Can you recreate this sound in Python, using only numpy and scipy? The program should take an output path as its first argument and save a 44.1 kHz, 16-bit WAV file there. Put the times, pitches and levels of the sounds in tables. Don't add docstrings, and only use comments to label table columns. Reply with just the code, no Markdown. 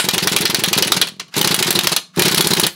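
import sys
import numpy as np
from scipy import signal
from scipy.fft import rfft, irfft
from scipy.io import wavfile
from scipy.ndimage import uniform_filter1d

SR = 44100
rng = np.random.default_rng(int(sys.argv[2]) if len(sys.argv) > 2 else 0)


def amp(db):
    return 10 ** (np.asarray(db, float) / 20)


def write(x):
    x = np.atleast_2d(x).T
    wavfile.write(sys.argv[1], SR, np.round(np.clip(x, -1, 1) * 32767).astype(np.int16))


N = 121275
PRE = 4410
TOTAL = N + PRE

# (frequency [Hz], level [dB per Hz])
ROOM_TONE = [(30, -27), (150, 9), (500, -17), (2000, -30), (6000, -28), (16000, -37)]
# (frequency [Hz], width [Hz], level [dB])
MACHINE_HUM = [
    (179, 12, -54),
    (630, 12, -70),
    (1120, 15, -63),
]
# (frequency [Hz], t60 [s])
GARAGE_DECAY = [(150, 0.3), (500, 0.25), (2000, 0.25), (7000, 0.26), (11000, .19), (15000, 0.11)]

# (start [s], end [s], frequency [Hz], level [dB])
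VALVE_WHISTLES = [
    (1.317, 1.337, 2750, -52),
    (1.324, 1.342, 1420, -45),
    (2.134, 2.14, 2750, -51),
    (2.138, 2.167, 1360, -44),
    (2.67, 2.75, 13200, -49),
]
# (start [s], end [s], hiss level [dB])
TRIGGER_HELD = [
    (-.1, 1.045, -34),
    (1.31, 1.968, -29),
    (2.131, 2.68, -29),
]
# (frequency [Hz], level [dB per Hz])
AIR_SPECTRUM = [(410, -55), (700, -1.5), (1680, 1), (5190, -4), (11100, -15.5), (16000, -24)]

# (time [s], level [dB])
SPIN_UPS = [(0.0418, -16), (0.1344, -13), (0.2255, -13.5), (0.3156, -12.5), (0.4045, -12.5),
            (0.4945, -14.5), (0.5847, -13.5), (0.675, -13.5), (0.7642, -12), (0.8593, -15), (0.9674, -12),
            (1.365, -11.9), (1.4432, -12), (1.506, -11), (1.58, -17.5), (1.6584, -16), (1.752, -13),
            (1.8333, -22.6), (1.9153, -19.5), (2.1723, -9.5), (2.2503, -12.5), (2.3097, -14), (2.371, -11),
            (2.4397, -21.0), (2.5048, -11.5), (2.5654, -18), (2.6285, -12)]
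# (time [s], level [dB])
VANE_PUFFS = [(0.0639, -22.5), (0.083, -19.5), (0.1582, -22), (0.1682, -22.5), (0.1769, -21),
              (0.22, -27), (0.2491, -21), (0.2592, -21.5), (0.2685, -18.5), (0.3397, -20.5),
              (0.3492, -21.9), (0.357, -20.5), (0.4014, -32), (0.4288, -19), (0.4382, -22.5),
              (0.4469, -19.5), (0.5297, -25.5), (0.5384, -19.5), (0.5931, -22.5), (0.6208, -23.0),
              (0.6301, -24), (0.7121, -24), (0.7209, -21.5), (0.7737, -24), (0.7809, -17.5),
              (0.7879, -21.5), (0.803, -22), (0.8134, -20), (0.8224, -20), (0.856, -24), (0.9005, -23),
              (0.9095, -24), (0.9183, -22), (0.9523, -24), (0.9637, -27), (1.0016, -24),
              (1.3736, -16.5), (1.3804, -15.5), (1.398, -24), (1.4053, -16.5), (1.4113, -20),
              (1.4397, -21), (1.4514, -20), (1.4592, -24.4), (1.4659, -18.5), (1.4714, -26),
              (1.5163, -26), (1.525, -19.5), (1.5322, -24.3), (1.539, -22.7), (1.6024, -20),
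                    (1.6105, -18), (1.682, -17.1), (1.6905, -21), (1.7053, -16), (1.7386, -27),
                    (1.7635, -20), (1.7726, -17), (1.7808, -21), (1.789, -28), (1.8451, -25.5),
                    (1.8537, -20.5), (1.9278, -24.5), (2.1695, -27), (2.1847, -10.5), (2.1934, -14),
                    (2.2009, -24), (2.2071, -28), (2.2126, -15), (2.2442, -17), (2.2588, -16),
                    (2.2658, -17), (2.2718, -19.5), (2.2776, -17), (2.3195, -23.8), (2.328, -24),
                    (2.3348, -22.5), (2.3406, -16.5), (2.3818, -27), (2.3897, -19), (2.3963, -17),
                    (2.402, -16), (2.4073, -24.5), (2.4442, -21), (2.4527, -19.8), (2.4643, -16.4),
                    (2.4695, -21), (2.514, -14.5), (2.5207, -24), (2.5269, -17.5), (2.532, -20),
                    (2.5752, -20), (2.5824, -21), (2.5883, -21), (2.5939, -17.5), (2.6262, -24),
                    (2.6383, -17), (2.6462, -24), (2.6531, -21), (2.6599, -24.3)]
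# (start [s], length [s], level [dB], slope [dB per s], rate [puffs per s])
COASTING = [
    (1.04, .3, -28.5, -71, 40),
]
# (frequency [Hz], width [Hz], thump level [dB], puff level [dB])
EXHAUST_PIPE = [(177.5, 79, 0.5, 0.5), (359, 52, -10.5, 2), (898, 135, -4, 6)]

# (time [s], peak [dB], later ticks [dB], rattle gap [s])
CAM_CATCHES = [(0.0395, -8.5, 1.5, 0.0068), (0.134, -3.5, 3, 0.0072), (0.2264, -3, -1, 0.0092),
               (0.3194, -6, 3.5, 0.0079), (0.408, -6, 3, 0.0088), (0.4985, -6, 0, 0.0063),
               (0.591, -6.5, -1.5, 0.0058), (0.6826, -4.5, -10, 0.011), (0.7758, -0.5, -0.5, 0.0075),
               (0.871, -7, -1, 0.0079), (0.9654, -2.5, -1.5, 0.0052), (1.3633, -4, 3, 0.017),
               (1.4447, -0.5, -9, 0.0068), (1.51, -2.5, -2, 0.0059), (1.5883, -3.5, 0, 0.0083),
               (1.668, -3, -1, 0.0092), (1.7505, -5.5, 3, 0.0071), (1.834, -8, 1.5, 0.0075),
               (1.918, -5, 2.5, 0.0061), (2.174, -13.5, -2.5, 0.014), (2.252, 0, 1, 0.0069),
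               (2.3132, -5.5, 1.5, 0.0083), (2.377, 3, -13, 0.011), (2.444, -4, -8, 0.0084),
               (2.5062, -1, -5, 0.0074), (2.5688, -4, -4, 0.0099), (2.6344, 0, -8, 0.0065)]
# (time [s], peak [dB], treble [dB], body [dB])
HAMMER_BLOWS = [(0.0871, 4.5, -12.5, -2.5), (0.18, 1, -11.5, 0.5), (0.2725, 2.5, -9.5, -2.5),
                (0.3633, 5, -8, -2), (0.4536, 2.5, -13, 1), (0.5454, 2, -10.5, 0.5), (0.637, 2, -7.5, 3.5),
                (0.7297, 3, -10.5, 2.5), (0.8238, 5.5, -11, -3.5), (0.9199, 9.5, -16, -7),
                (1.0141, 3.5, -9.5, 3), (1.4129, 4, -10.5, -12), (1.474, 2.5, -12, -1.5),
                (1.543, 4, -9, -13), (1.626, 2.5, -9, -2.5), (1.7058, 1.5, -3.5, -2.5),
                (1.7897, 5, -15.5, -22), (1.8709, 4.5, -11.5, -11), (1.9635, 3.5, -8.5, -2),
                (2.2204, 3, -8.5, -0.5), (2.281, 2, -9, -0.5), (2.3453, 3, -9, -6), (2.4079, 2.5, -6, -4),
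                (2.4708, 0, -5, -6), (2.5347, 1, -7, -12), (2.597, 2, -5, -5.5), (2.666, -3, 1, 1)]
# (time [s], peak [dB], treble [dB], body [dB])
PREVIOUS_BLOW = (-0.02, 5, 4, 8)
# (time [s], peak [dB],
# treble [dB], body [dB])
STRAY_HITS = [(1.0705, -14.5, -9, 7), (1.0852, -16.5, -7.5, -10), (1.135, -45, -10, -2),
              (1.163, -44, -11, 0), (1.195, -26, -21, 2), (1.1971, -10, -16, 0.5), (1.2003, -13, -20, -6),
              (1.205, -18, -30, -9), (1.28, -38, -13, 7), (1.34, -13, -18, 3), (1.3773, -5, -6.5, -7),
              (2.142, -44, -16, -2), (2.1615, -22.5, -5.5, -9.5), (2.1937, -0.5, -2.5, 2.5)]
# (frequency [Hz], level [dB], t60 [s])
STEEL_MODES = [(1818, -9, .06), (2151, -8, .055), (2405, -5.5, 0.074), (2970, -3, 0.11), (3296, -2, .055),
               (3820, -9, 0.039), (4204, -4.5, 0.031), (5880, -6.5, .04), (7570, -7.5, .03),
               (11200, -15, .025)]
# (frequency [Hz], level [dB per Hz])
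CRACK_SPECTRUM = [(590, -10.5), (1000, -7.5), (2100, -10), (3960, -1), (7000, -10.5), (9100, -28),
                  (15400, -120)]
# (frequency [Hz], level [dB per Hz])
SNAP_SPECTRUM = [(500, -14), (1300, 3), (3500, -0.5), (8000, -7.5), (16000, -1)]
# (frequency [Hz], level [dB per Hz])
SIZZLE_SPECTRUM = [(5000, -13.5), (7400, -3), (10500, 2), (13500, -5), (16000, -4.5)]
# (frequency [Hz], level [dB per Hz])
BODY_SPECTRUM = [(210, -10.5), (350, -4), (959, -5.5), (4180, 1), (6850, -11.5), (11100, -20), (16000, -69)]


def colour(x, points):
    f, db = np.transpose(points)
    bins = np.log(np.fft.rfftfreq(len(x), 1 / SR) + 1)
    gain = amp(np.interp(bins, np.log(f), db))
    return irfft(rfft(x) * gain / np.sqrt(np.mean(gain ** 2)), len(x))


def train(times, dbs):
    out = np.zeros(TOTAL)
    places = np.round(np.ravel(times) * SR).astype(int) + PRE
    np.add.at(out, places, amp(np.ravel(dbs)))
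    return out


def burst(clicks, rise_s, t60, grain_db=3.0):
    t = np.arange(8000) / SR
    shape = (1 - np.exp(-t / rise_s)) * amp(-60 * t / t60)
    power = signal.oaconvolve(clicks ** 2, shape ** 2)[:len(clicks)]
    wander = np.sqrt(50) * uniform_filter1d(rng.standard_normal(len(clicks)), size=50)
    return np.sqrt(abs(power)) * amp(grain_db * wander) * rng.standard_normal(len(clicks))


def ring(x, hz, width):
    r = np.exp(-np.pi * width / SR)
    return 2 * signal.lfilter([1 - r], [1, -r * np.exp(2j * np.pi * hz / SR)], x).real


def clock():
    return (np.arange(TOTAL) - PRE) / SR


def room_tone():
    return amp(-62) * colour(rng.standard_normal(TOTAL), ROOM_TONE)


def distant_machine():
    noise = rng.standard_normal(TOTAL)
    return sum(amp(db) * ring(noise, hz, width) * np.sqrt(SR / width / np.pi)
               for hz, width, db in MACHINE_HUM)


def garage(x):
    taps = np.zeros(SR // 2)
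    count = (len(taps) - 201) // 20
    places = np.arange(200, len(taps) - 20, 20) + rng.integers(0, 20, count)
    taps[places] = rng.choice([-1., 1.], count)
    hz, t, z = signal.stft(taps, SR, nperseg=256)
    f, t60 = np.transpose(GARAGE_DECAY)
    band_t60 = np.interp(np.log(hz + 1), np.log(f), t60)[:, None]
    tail = signal.istft(z * amp(-60 * t / band_t60), SR, nperseg=256)[1]
    return signal.fftconvolve(x, tail / np.linalg.norm(tail))[:len(x)]


def valve():
    t, noise = clock(), rng.standard_normal(TOTAL)
    out = np.zeros(TOTAL)
    for start, end, hz, db in VALVE_WHISTLES:
        fade = np.clip(np.minimum(t - start, end - t) / 0.004, 0, 1)
        width = hz / 15
        out += amp(db) * fade * ring(noise, hz, width) * np.sqrt(SR / width / np.pi)
    return out


def air():
    t = clock()
    held = np.zeros(TOTAL)
    for start, end, db in TRIGGER_HELD:
        swell_db = -30 * np.clip(1 - (t - start) / 0.049, 0, 1)
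        release = np.clip((end - t) / 0.032, 0, 1)
        held += amp(db + swell_db) * (t > start) * release
    return colour(held * rng.standard_normal(TOTAL), AIR_SPECTRUM)


def exhaust_push(clicks, size):
    pulse = -np.hanning(size) / size
    return signal.oaconvolve(clicks, pulse)[:TOTAL] + 0.0049 * burst(clicks, 0.0017, 0.085)


def motor():
    puffs = train(*np.transpose(VANE_PUFFS))
    thumps = train(*np.transpose(SPIN_UPS))
    for start, length, db, slope, rate in COASTING:
        t = np.arange(0, length, 1 / rate)
        thumps += train(start + t + 0.003 * rng.standard_normal(len(t)), db + slope * t)
    thump_push, puff_push = exhaust_push(thumps, 80), exhaust_push(puffs, 66)
    pipe = np.zeros(TOTAL)
    for hz, width, thump_db, puff_db in EXHAUST_PIPE:
        resonance = amp(thump_db) * ring(thump_push, hz, width) + amp(puff_db) * ring(puff_push, hz, width)
        pipe += resonance * SR / width / 2
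    stall_s, stall_db = 0.0245, -15.5
    stops = train(np.array(HAMMER_BLOWS)[:, 0] + 0.003, 0)
    stall = signal.oaconvolve(stops, np.ones(round(stall_s * SR)))[:TOTAL]
    choked = pipe * amp(stall_db * uniform_filter1d(stall, size=100))
    return choked + amp(-11.5) * colour(burst(puffs + thumps, 0.0013, 0.019), AIR_SPECTRUM)


def rattle():
    s, db, late_db, gap = np.transpose(CAM_CATCHES)
    s = s[:, None] + gap[:, None] * [-0.43, 0.072, 0.98, 1.62]
    db = db[:, None] + [-10.5, 0.5, -3.0, -6.0] + late_db[:, None] * [0, 0, 1, 1]
    clicks = train(s, db + 0.82 * rng.standard_normal(s.shape))
    crack = amp(-5) * colour(burst(clicks, 0.0014, 0.029), CRACK_SPECTRUM)
    body = amp(-11) * colour(burst(clicks, 0.0043, 0.071), BODY_SPECTRUM)
    sizzle = amp(-11) * colour(burst(clicks, 0.00083, 0.033), SIZZLE_SPECTRUM)
    return crack + body + sizzle + amp(-41.5) * ring(clicks, 4300, 300)


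def steel(times, dbs, treble):
    luck = rng.standard_normal((len(times), len(STEEL_MODES), 2))
    seat = np.digitize(luck[..., 1], [-.5, .5]) - 1
    out = np.zeros(TOTAL)
    for k, (hz, db, t60) in enumerate(STEEL_MODES):
        level = dbs + db + 2.5 * luck[:, k, 0] + (hz > 6000) * (treble + 6)
        for j in (-1, 0, 1):
            clicks = train(times, level - 200 * (seat[:, k] != j))
            strike = burst(clicks, 0.000094, 0.045)
            out += ring(strike, hz * (1 + 0.02 * j), 1.93 / t60) * np.sqrt(t60 * SR)
    return out


def hits():
    blows = np.array(HAMMER_BLOWS)
    cycle = np.diff(blows[:, 0], append=9)
    bounce_db = -12.5 + 0.4 * rng.standard_normal(len(cycle))
    bounces = blows + np.transpose([0.247 * cycle, bounce_db, 0 * cycle, 0 * cycle])
    s, db, treble, body = np.vstack([blows, [PREVIOUS_BLOW], bounces[cycle < .12], STRAY_HITS]).T
    crack = amp(-7.5) * colour(burst(train(s, db), 0.0004, 0.024, grain_db=1.5), CRACK_SPECTRUM)
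    snap_noise = burst(train(*blows.T[:2]), 0.00025, 0.011, grain_db=0.5)
    snap = amp(-7.5) * colour(snap_noise, SNAP_SPECTRUM)
    sizzle = colour(burst(train(s, db + treble), 0.00054, 0.026, grain_db=1.5), SIZZLE_SPECTRUM)
    shake = amp(-12.5) * colour(burst(train(s, db + body), 0.0046, 0.082), BODY_SPECTRUM)
    return crack + snap + sizzle + shake + amp(-29.5) * steel(s, db + body / 2, treble)


def scatter(x):
    z = signal.stft(x, nperseg=256)[2]
    patches = uniform_filter1d(rng.standard_normal(z.shape[::-1]), size=5, axis=0)
    patches = uniform_filter1d(patches, size=6, axis=1)
    return signal.istft(z * amp(2.0 * patches.T / patches.std()), nperseg=256)[1][:len(x)]


def scene():
    background = room_tone() + distant_machine() + valve()
    tool = air() + motor() + scatter(rattle() + hits())
    return (tool + amp(-15) * garage(tool) + background)[None, PRE:]


def roll_off(x):
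    return signal.sosfilt(signal.butter(12, 16960, fs=SR, output="sos"), x)


def record(dry):
    x = signal.sosfilt(signal.butter(3, 110, "high", fs=SR, output="sos"), dry)
    ceiling = 0.84
    limited = ceiling * np.tanh(x / ceiling)
    edge = signal.firwin(201, 15900, window=("kaiser", 7), fs=SR)
    mix = signal.oaconvolve(limited, edge[None], "same")
    return roll_off(mix)


dry = scene()
out = record(dry)
write(out)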